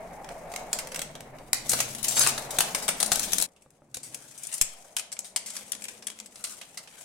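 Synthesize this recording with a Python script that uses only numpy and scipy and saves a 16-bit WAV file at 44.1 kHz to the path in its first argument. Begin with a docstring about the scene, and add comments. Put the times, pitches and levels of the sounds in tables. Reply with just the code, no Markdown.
"""A table in a quiet room, where steel marbles run through a plastic toy track. They rumble in the grooves,
click over tile joints and switches, and thud down onto lower tiles; one chatters down a pair of metal rails and
sets them ringing. At 3.46 s the scene changes to a quieter stretch of the track, where a marble jolts a
magnetic launcher and the table hums."""
import sys
import numpy as np
from scipy import signal
from scipy.fft import rfft, irfft
from scipy.io import wavfile

SR = 44100
rng = np.random.default_rng(int(sys.argv[2]) if len(sys.argv) > 2 else 0)


def dump(signal):
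    """Clip the signal to [-1, 1] and save it as 16-bit WAV at the path in sys.argv[1]."""
    limited = np.clip(np.atleast_2d(signal).T, -1, 1)
    pcm = np.round(limited * 32767).astype(np.int16)
    wavfile.write(sys.argv[1], SR, pcm)


N = 310464
TIME = np.arange(N) / SR
FREQ = np.fft.rfftfreq(N, 1 / SR) + 1e-3
LN_60DB = np.log(1000)
QUIET_START_S = 3.462

# resonances of the plastic tiles: pitch_hz, width_hz, level_db
TILE_MODES = [(650, 660, 3.5), (1460, 490, 4), (2440, 1300, 2), (3540, 2100, 7.5), (4740, 4500, -3),
              (6210, 2450, 11), (7720, 2500, -3.5), (7600, 1400, 6), (10400, 750, -7.5)]


def undb(db):
    """Decibels to gain."""
    return 10 ** (np.asarray(db) / 20)


def unit(x):
    """Scale to rms 1."""
    return x / np.sqrt(np.mean(x ** 2))


def pan(db):
    """Channel gains that put the left db above the right."""
    return undb([[db / 2], [-db / 2]])


def curve(rows, column=1):
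    """Glide through one column of rows that begin with time_s."""
    columns = np.transpose(rows)
    return np.interp(TIME, columns[0], columns[column])


def shaped(x, gain):
    """Filter by a gain for each frequency."""
    return irfft(rfft(x) * gain, N)


def slope(points):
    """EQ curve through (freq_hz, level_db) points."""
    hz, db = np.transpose(points)
    return undb(np.interp(np.log(FREQ), np.log(hz), db))


def resonances(modes):
    """Summed response of damped (pitch_hz, width_hz, level_db) modes."""
    return sum(undb(db) / (1 + 1j * (FREQ ** 2 - hz ** 2) / (FREQ * width)) for hz, width, db in modes)


def ringing(modes, t):
    """Fading (pitch_hz, level_db, t60_s) modes, t seconds after a blow."""
    return sum(undb(db) * np.sin(2 * np.pi * hz * t) * np.exp(-LN_60DB * t / t60)
               for hz, db, t60 in modes)


def walk(rate_hz):
    """Smooth random wander with a spread of 1."""
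    return unit(shaped(rng.standard_normal(N), np.exp(-(FREQ / rate_hz) ** 2)))


def stereo_noise(alike_hz):
    """Left and right noise, alike in the bass and unrelated in the treble."""
    mid, side = rng.standard_normal((2, N))
    angle = np.pi / 4 * FREQ / (FREQ + alike_hz)
    mid, side = shaped(mid, np.cos(angle)), shaped(side, np.sin(angle))
    return np.array([mid + side, mid - side])


def noise_bed(spectrum, level_db, alike_hz):
    """Steady stereo noise with the given colour and rms level."""
    return undb(level_db) * unit(shaped(stereo_noise(alike_hz), slope(spectrum)))


def drone(hz, width_hz, evenness=0):
    """A gliding resonance, driven at random; an even drive steadies its level."""
    phase = 2 * np.pi * np.cumsum(hz) / SR
    drive = walk(width_hz) + 1j * walk(width_hz)
    return unit(np.real(drive * np.exp(1j * phase)) / np.abs(drive) ** evenness)


def room_air():
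    """The faint, dark hiss of the room's air."""
    # colour of the air: freq_hz, level_db
    spectrum = [(20, 1), (100, 0), (600, 0), (2000, -19.5), (8000, -25.5), (16000, -46)]
    return noise_bed(spectrum, level_db=-68, alike_hz=600)


def room_hum():
    """The room's deep, unpitched hum."""
    # colour of the hum: freq_hz, level_db
    spectrum = [(12, 0), (30, 2.5), (90, -13), (800, -72)]
    return noise_bed(spectrum, level_db=-56, alike_hz=60)


def room_echoes(x, wet_db, decay_scale=1, build_s=0.0012):
    """Small-room reverb: the treble dies first, and every place on the track has its own echoes."""
    # decay of the room: freq_hz, t60_s
    decays = [(200, 0.63), (700, 0.46), (2000, 0.49), (5000, 0.38), (9000, 0.26), (14000, 0.16)]
    hz, t60s = np.transpose(decays)
    size, block = SR * 2 // 3, SR // 6
    t = TIME[:size]
    noise = rng.standard_normal((2, N))
    bands = [shaped(noise, np.interp(np.log(FREQ), np.log(hz), share)) for share in np.eye(len(hz))]
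    build = 1 - np.exp(-(t / build_s) ** 2)
    fades = [build * np.exp(-LN_60DB * t / (t60 * decay_scale)) for t60 in t60s]
    out = np.zeros((2, N + SR))
    for start in range(0, N, block):
        place = rng.integers(N - size)
        response = unit(sum(band[:, place:place + size] * fade for band, fade in zip(bands, fades)))
        echoes = signal.fftconvolve(x[:, start:start + block], response, axes=1)
        out[:, start:start + echoes.shape[1]] += echoes
    return out[:, :N] * undb(wet_db) / np.sqrt(size)


def table_bounce(x, share=0.43, delay_s=0.0013, roam=0.3045, roam_hz=3):
    """The table top mirrors the sound; the detour changes as the marbles travel, shifting the colour."""
    mirrored = np.zeros_like(x)
    for side, channel in enumerate(x):
        detour_s = delay_s * np.exp(roam * walk(roam_hz))
        oversampled = signal.resample_poly(channel, 4, 1)
        mirrored[side] = oversampled[np.maximum(4 * SR * (TIME - detour_s), 0).astype(int)]
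    return (x + share * mirrored) / np.hypot(1, share)


def rolling_rumble(wander=0.05, wobble_db=2.0):
    """Rolling shakes the table and the hollow tiles, whose resonances shift as the marbles move on."""
    # strength of the rolling: time_s, boom_db, rumble_db
    levels = [(0, -51.5, -44.5), (0.84, -52.5, -41.5), (1.15, -50.5, -48.5), (1.55, -52.5, -50),
              (1.76, -44, -45.5), (2.0, -50, -47.5), (2.26, -44.5, -40.5), (2.5, -50, -39),
              (3.409, -45.5, -46), (3.529, -74, -69), (3.939, -61.5, -67.5), (4.13, -57, -59),
              (4.38, -64.5, -67), (4.85, -69.5, -56.5), (5.35, -63.5, -58), (5.8, -58.5, -57),
              (6.3, -63, -61), (7.001, -67, -61)]
    # colour of the table's boom: freq_hz, level_db
    boom_spectrum = [(50, -32), (85, -4.5), (100, -11), (130, 3), (170, -20.5), (210, 5.5), (300, -1),
                     (450, -7.5), (900, -42)]
    # the table's resonance: time_s, pitch_hz
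    table_pitch = [(0.9, 168.5), (1.6, 135.4), (2.3, 127.3), (3.2, 205), (4.0, 131.2), (5.3, 190.3),
                   (6.2, 215.7), (7.0, 150)]
    # colour of the groove's rumble: freq_hz, level_db
    rumble_spectrum = [(220, -38.5), (400, -6.5), (580, -0.5), (780, -1.5), (1100, -9.5), (1500, -15),
                       (2250, -13.5), (3200, -34), (9000, -42.5)]
    # the hollow tiles' resonance: time_s, pitch_hz, relative_db
    hollow = [(0, 688.5, -1), (.26, 795, -5.5), (0.421, 630, -2), (0.701, 704, -9.5), (0.889, 569, -5),
              (1.5, 679, -14), (3.0, 663.7, -10), (4.0, 519.7, -7), (4.75, 698.7, -6.5), (5.4, 572, -7),
              (6.1, 479, -6.5), (6.999, 649, -25)]
    table = noise_bed(boom_spectrum, level_db=-3, alike_hz=800)
    table += undb(-4) * drone(curve(table_pitch), width_hz=28)
    groove_hz = curve(hollow) * np.exp(wander * walk(6))
    groove = undb(curve(hollow, 2)) * drone(groove_hz, width_hz=75, evenness=0.7)
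    tiles = groove + noise_bed(rumble_spectrum, level_db=-2, alike_hz=620)
    boom_db = curve(levels)
    rumble_db = curve(levels, 2) + wobble_db * walk(25)
    return undb(boom_db) * table + undb(rumble_db) * tiles


def groove_grit(bumps_per_s=320, bump_s=0.0038, steady=0.85, swell_db=5.5, spurt_db=2.5, ceiling=1.4):
    """Tiny bumps keep the tiles scraping; each mode swells and fades as the contact point travels."""
    # grit under the marbles: time_s, level_db
    levels = [(0, -64), (0.8, -55), (1.35, -67.5), (1.68, -48), (1.72, -33), (1.92, -48), (2.2, -29),
              (2.3, -35.5), (2.47, -49.5), (2.68, -39.5), (2.96, -51.5), (3.15, -35), (3.42, -41),
              (3.52, -71), (3.92, -76), (4.04, -47), (4.33, -53.5), (4.54, -41), (4.72, -52.5), (5.35, -72),
              (5.54, -42), (5.68, -55), (5.9, -53), (6.0, -56.5), (6.3, -59), (6.46, -41.5), (6.7, -56.5),
              (7.0, -49)]
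    strikes = rng.random(N) < bumps_per_s / SR
    bump_db = 2.5 * np.minimum(rng.exponential(size=N), 3)
    bumps = signal.lfilter([1], [1, -np.exp(-1 / (bump_s * SR))], strikes * undb(bump_db))
    scrape = (steady + unit(bumps)) * stereo_noise(500)
    # the ceiling keeps swells and spurts below the clicks
    crackle = sum(shaped(scrape, resonances([mode])) * undb(swell_db * np.minimum(walk(20), ceiling))
                  for mode in TILE_MODES)
    spurts = spurt_db * np.minimum(walk(30), ceiling)
    return unit(crackle) * undb(curve(levels) + 1 + spurts) * pan(3)


def drop_thuds():
    """A marble drops onto a lower tile and its weight knocks dully on the table."""
    # drops down a step: start_s, level_db, pitch_ratio
    drops = [(1.735, -32, 1.17), (2.266, -33, 1.5), (2.59, -31.5, 1.3), (2.749, -32, 1.9),
             (2.888, -35, 1.4), (3.119, -30, 1.284), (3.662, -54, 0.98), (3.82, -53.5, 1.04),
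             (3.971, -43.5, 0.92)]
    # the knocked table's modes: pitch_hz, level_db, t60_s
    modes = [(138, -9.5, 0.16), (288, -5, 0.053), (560, 4, 0.038), (810, 2.5, 0.019), (1180, -4.5, 0.0214)]
    # a higher thud also dies sooner
    return sum(undb(db) * ringing(modes, ratio * np.maximum(TIME - start_s, 0))
               for start_s, db, ratio in drops)


def launcher_jolt(start_s=4.613, push_s=0.00018, puff_db=-30, settle_s=0.044):
    """The launcher's recoil sends a puff of pressure that swings back once; the table hums on."""
    # the jolted table's mode: pitch_hz, level_db, t60_s
    modes = [(168, -45, 0.15)]
    t = np.maximum(TIME - start_s, 0)
    puff = undb(puff_db) * (1 - t / settle_s) * np.exp(-t / settle_s)
    return ringing(modes, t) - puff * (1 - np.exp(-t / push_s))


def rail_run(chatter_db=3):
    """A marble chatters down two steel rods and sets them ringing."""
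    # modes of the rails: pitch_hz, width_hz, level_db
    modes = [(3820, 100, -8.5), (4620, 45, -2), (5100, 50, -5), (6170, 50, -14), (6350, 80, 1.5),
             (7520, 62, 2.5), (7715, 35, -2.5), (9700, 83, 0)]
    # swell as the marble passes: time_s, level_db
    swell = [(2.145, -40), (2.175, -27), (2.21, -20), (2.243, -28), (2.27, -47)]
    chatter = stereo_noise(2000) * undb(chatter_db * walk(150))
    ring = unit(shaped(chatter, resonances(modes)))
    level_db = np.interp(TIME, *np.transpose(swell), left=-np.inf, right=-np.inf)
    return ring * undb(level_db) * pan(-2)


def strike_envelope(t, t60, hop_s, tick_s=0.00031, rise_s=0.00083, rattle_t60=0.055):
    """A hard tick and a short ring, a faint rattle of nearby tiles, and a softer landing after one hop."""
    blow = 2.7 * np.exp(-t / tick_s) + np.exp(-LN_60DB * t / t60)
    blow *= 1 - np.exp(-t / rise_s)
    rattle = undb(-26) * np.exp(-LN_60DB * t / rattle_t60)
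    landing = undb(-13) * np.interp(t - hop_s, t, blow, left=0)
    return np.hypot(blow + rattle, landing)


def struck_spot(hit, hz, emphasis):
    """The struck spot favours the modes near hz; each channel's first 10 ms is scaled to rms 1."""
    width_hz = 260 + 0.05 * hz
    hit = hit + emphasis * signal.lfilter(*signal.iirpeak(hz, hz / width_hz, fs=SR), hit)
    return hit / np.sqrt(np.mean(hit[:, :SR // 100] ** 2, axis=1, keepdims=True))


def marble_clicks(typical_hop_s=0.011, lag_s=0.00028, knock_range_hz=(500, 1100)):
    """Steel strikes plastic: the tile's crowded modes give a hollow knock, a clack and a bright tick."""
    # marble strikes: start_s, tick_db, clack_over_tick_db, t60_s, clack_hz, tick_hz
    strikes = [(0.2446, -53, 2, 0.02, 2010, 6320), (0.289, -51, 4.5, 0.018, 2300, 8700),
               (0.518, -47, -3.5, 0.04, 2210, 8810), (0.5378, -45, 1.5, 0.021, 2210, 6780),
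               (0.5606, -36, -2.5, 0.015, 2280, 6530), (0.7299, -24.5, -6.5, 0.025, 4630, 7400),
               (0.787, -32.5, -3.5, 0.041, 2220, 8800), (0.8716, -43, -4, 0.019, 2210, 8800),
               (0.9181, -44, 0.5, 0.05, 2180, 9950), (0.945, -39.5, 0, 0.022, 2200, 7850),
               (0.959, -35.5, -4, 0.036, 2550, 8460), (0.9923, -35.5, -2.5, 0.014, 3370, 8430),
               (1.017, -33.5, -4, 0.024, 2870, 8210), (1.1522, -49, 4, 0.04, 3560, 6010),
               (1.2062, -47.5, 0, 0.016, 2240, 8600), (1.3848, -62, 7.5, 0.022, 2180, 8350),
               (1.531, -20.5, -6, 0.012, 4200, 10900), (1.6931, -21, -16, 0.061, 4230, 8510),
               (1.716, -28, -7.5, 0.05, 4170, 11100), (1.7322, -31, 0.5, 0.035, 4430, 11100),
               (1.7893, -37, 1, 0.02, 2257, 10610), (1.8025, -22.5, -6, 0.036, 2240, 6360),
               (1.9487, -36.5, -8, 0.04, 3300, 10000), (2.029, -32.5, -11, 0.032, 3740, 10000),
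               (2.041, -35.5, -9, 0.022, 4630, 9670), (2.0822, -23.5, -13.5, 0.055, 4540, 7350),
               (2.1678, -29, 0, 0.11, 4490, 9700), (2.1933, -20, -26, 0.014, 4460, 9200),
               (2.2086, -26.5, -2, 0.075, 4500, 6380), (2.232, -33, -0.5, 0.025, 4700, 6310),
               (2.2638, -30, 2.5, 0.044, 2490, 8980), (2.272, -21.5, -9.5, 0.022, 4540, 8870),
               (2.3781, -34.5, 0, 0.03, 4180, 9700), (2.5062, -34, -7.5, 0.07, 3800, 10800),
               (2.5858, -20.5, -5.5, 0.027, 3790, 8760), (2.6048, -22, -3.5, 0.044, 2900, 10400),
               (2.7474, -26, -4, 0.046, 2390, 8800), (2.8233, -36, -5, 0.18, 4860, 7550),
               (2.8802, -28.5, -1.5, 0.031, 3260, 8550), (2.8876, -24.5, -4.5, 0.05, 2440, 8250),
               (3.0015, -25.5, -5, 0.051, 4070, 9260), (3.0278, -23.5, -6, 0.015, 4026, 9000),
               (3.0608, -31.5, -10, 0.035, 4800, 9300), (3.1176, -20.5, -4.5, 0.037, 4100, 7100),
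               (3.1304, -27, -16.5, 0.029, 4383, 7080), (3.157, -27, -7, 0.018, 3740, 10640),
               (3.1948, -26.5, -8.5, 0.016, 3930, 8100), (3.2313, -32, -11, 0.011, 3730, 6920),
               (3.3193, -31, -7.5, 0.065, 3930, 6120), (3.3325, -21.5, -9.5, 0.0099, 3230, 6200),
               (3.383, -24, -8, 0.02, 3960, 8450), (3.4008, -29, -9, 0.0071, 3984, 8200),
               (3.413, -27.5, -12.5, 0.03, 4070, 8100), (3.4236, -24, -7.5, 0.015, 3960, 8120),
               (3.562, -63, 3.5, 0.094, 2870, 8350), (3.6204, -56.5, -5.5, 0.046, 2530, 8530),
               (3.7048, -58.5, -8.5, 0.013, 2090, 10270), (3.943, -32.5, -4.5, 0.044, 3990, 10720),
               (3.9691, -36.5, -5.5, 0.027, 4300, 7280), (4.031, -39, -8.5, 0.25, 4700, 8600),
               (4.145, -32.5, -9, 0.021, 2747, 10800), (4.3767, -41, -14, 0.1, 2567, 8500),
               (4.4338, -34, -25, 0.035, 3375, 9300), (4.47, -33, -21, 0.018, 4600, 8950),
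               (4.525, -34, -10, 0.045, 2600, 8200), (4.5393, -28, -16, 0.057, 4700, 9200),
               (4.5796, -34.5, -14, 0.03, 4770, 8150), (4.6126, -15.5, -9.5, 0.027, 2400, 7500),
               (4.62, -25.5, -20, 0.0094, 3830, 8650), (4.9662, -25, -2, 0.033, 3380, 10990),
               (4.9853, -33.5, -10, 0.02, 2700, 9070), (4.994, -34, -1, 0.044, 2480, 9250),
               (5.1178, -40, -3.5, 0.03, 5170, 7710), (5.126, -33, -8.5, 0.03, 4500, 7800),
               (5.1674, -54, 8, 0.02, 2620, 7720), (5.1905, -28.5, -12.5, 0.018, 4700, 7700),
               (5.2445, -42.5, -4, 0.23, 3950, 9120), (5.361, -22.5, -3.5, 0.036, 4700, 9100),
               (5.3737, -34.5, -3.5, 0.0093, 3250, 7840), (5.46, -35.5, -6.5, 0.22, 4760, 7350),
               (5.502, -38, -7, 0.05, 3640, 7600), (5.5655, -34.5, -1.5, 0.043, 4753, 11200),
               (5.7192, -26, -9.5, 0.02, 3360, 9420), (5.7313, -43.5, 3.5, 0.015, 3246, 7470),
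               (5.7503, -42, -1, 0.016, 3540, 7340), (5.8213, -39.5, -5.0, 0.017, 2537, 7600),
               (5.84, -35, -5.5, 0.049, 2720, 7740), (5.8538, -42, -2, 0.01, 3050, 7640),
               (5.883, -38, 0.5, 0.05, 2430, 7640), (6.023, -49.5, 4.5, 0.05, 5430, 5640),
               (6.0696, -28.5, -7, 0.027, 3260, 9390), (6.0821, -46, 3, 0.024, 3170, 8050),
               (6.101, -40, -0.5, 0.016, 3280, 7350), (6.1885, -44.5, -3.5, 0.013, 3160, 7480),
               (6.2, -38.5, -2.5, 0.02, 3140, 7460), (6.2594, -43, -6, 0.031, 4740, 8110),
               (6.357, -45.5, -1, 0.032, 5000, 9300), (6.44, -29.5, -3.5, 0.081, 4320, 8800),
               (6.613, -43.5, 4.5, 0.078, 2945, 10210), (6.7731, -36.5, 0, 0.071, 4500, 8740),
               (6.874, -56.5, 9.5, 0.059, 2850, 9700)]
    # knock, clack and tick bands: low_hz, high_hz
    band_edges = [(350, 1800), (1800, 5500), (5500, 16000)]
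    # the marbles' place across the track: time_s, left_over_right_db
    positions = [(1.5, 0.5), (2.25, 8.5), (2.6, 0.5), (2.8, 6.5), (3.43, 9), (3.6, 1.5), (5.4, 4),
                 (5.9, 8.5), (6.5, 0)]
    out, size = np.zeros((2, N + SR)), SR // 7
    t = TIME[:size]
    tile = shaped(rng.standard_normal(N) + 1.18 * stereo_noise(300), resonances(TILE_MODES))
    bands = [signal.sosfilt(signal.butter(4, edges, "band", fs=SR, output="sos"), tile)
             for edges in band_edges]
    across_db = curve(positions)
    for start_s, tick_db, body_db, t60, clack_hz, tick_hz in strikes:
        flight, place, side = rng.random(3)
        start = int(start_s * SR)
        side_db = across_db[start]
        hop_s = typical_hop_s * (0.5 + flight)
        # from spots far to the side, one channel's ring runs slightly ahead
        left = start + int(lag_s * SR * (2 * side - 1) * (side_db / 10) ** 2)
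        quiet = start_s > QUIET_START_S
        # the knock grows with body and force, and is weaker in the quiet stretch
        knock_db = -2.5 + 1.65 * body_db + 0.0762 * (tick_db + 30) - 11.5 * quiet
        knock_hz = np.interp(place, (0, 1), knock_range_hz)
        layers = [(knock_hz, 0.82, knock_db, 0, 1.345 * t60),
                  (clack_hz, 1.8 if quiet else 2.3, body_db, 0.44 * side_db - 4, t60),
                  (tick_hz, 1.1, 0, side_db, t60)]
        for band, (hz, emphasis, relative_db, pan_db, ring_s) in zip(bands, layers):
            ring = np.array([band[0, left:left + size], band[1, start:start + size]])
            hit = struck_spot(ring * strike_envelope(t, ring_s, hop_s), hz, emphasis)
            out[:, start:start + size] += hit * undb(tick_db + relative_db) * unit(pan(pan_db))
    return out[:, :N]


def scene(crossfade_s=0.011):
    """A busy stretch of track, then a quieter, duller and drier one in the same room."""
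    # softened treble of the quiet stretch: freq_hz, level_db
    quiet_eq = [(2000, 0), (4000, -4.5), (9000, -1), (15500, -9)]
    track = table_bounce(marble_clicks() + groove_grit()) + rail_run()
    # at the scene change the busy stretch ends, and its echoes and the room's hum end with it
    busy_gate = np.clip((QUIET_START_S - TIME) / crossfade_s + 0.5, 0, 1)
    busy = busy_gate * (track + room_hum() + room_echoes(track, wet_db=-6.5))
    quiet = shaped(track * (1 - busy_gate), slope(quiet_eq))
    air = room_air()
    quiet_send = quiet * (TIME > QUIET_START_S + 0.04)
    quiet += room_echoes(quiet_send, wet_db=-10, decay_scale=0.97)
    return air + rolling_rumble() + drop_thuds() + launcher_jolt() + busy + quiet


def record(dry, top_hz=15900):
    """Colour the left and right treble differently and take off the very top."""
    # stereo tilt: freq_hz, left_over_right_db
    balance = [(1000, 0.5), (3000, 1.5), (6300, -1), (8000, 2.5), (9200, 10), (12000, 8), (14500, -4.5)]
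    tilt = np.sqrt(slope(balance))
    coloured = shaped(dry, np.array([tilt, 1 / tilt]))
    return signal.sosfilt(signal.ellip(8, 0.2, 70, top_hz, fs=SR, output="sos"), coloured)


dry = scene()
out = record(dry)
dump(out)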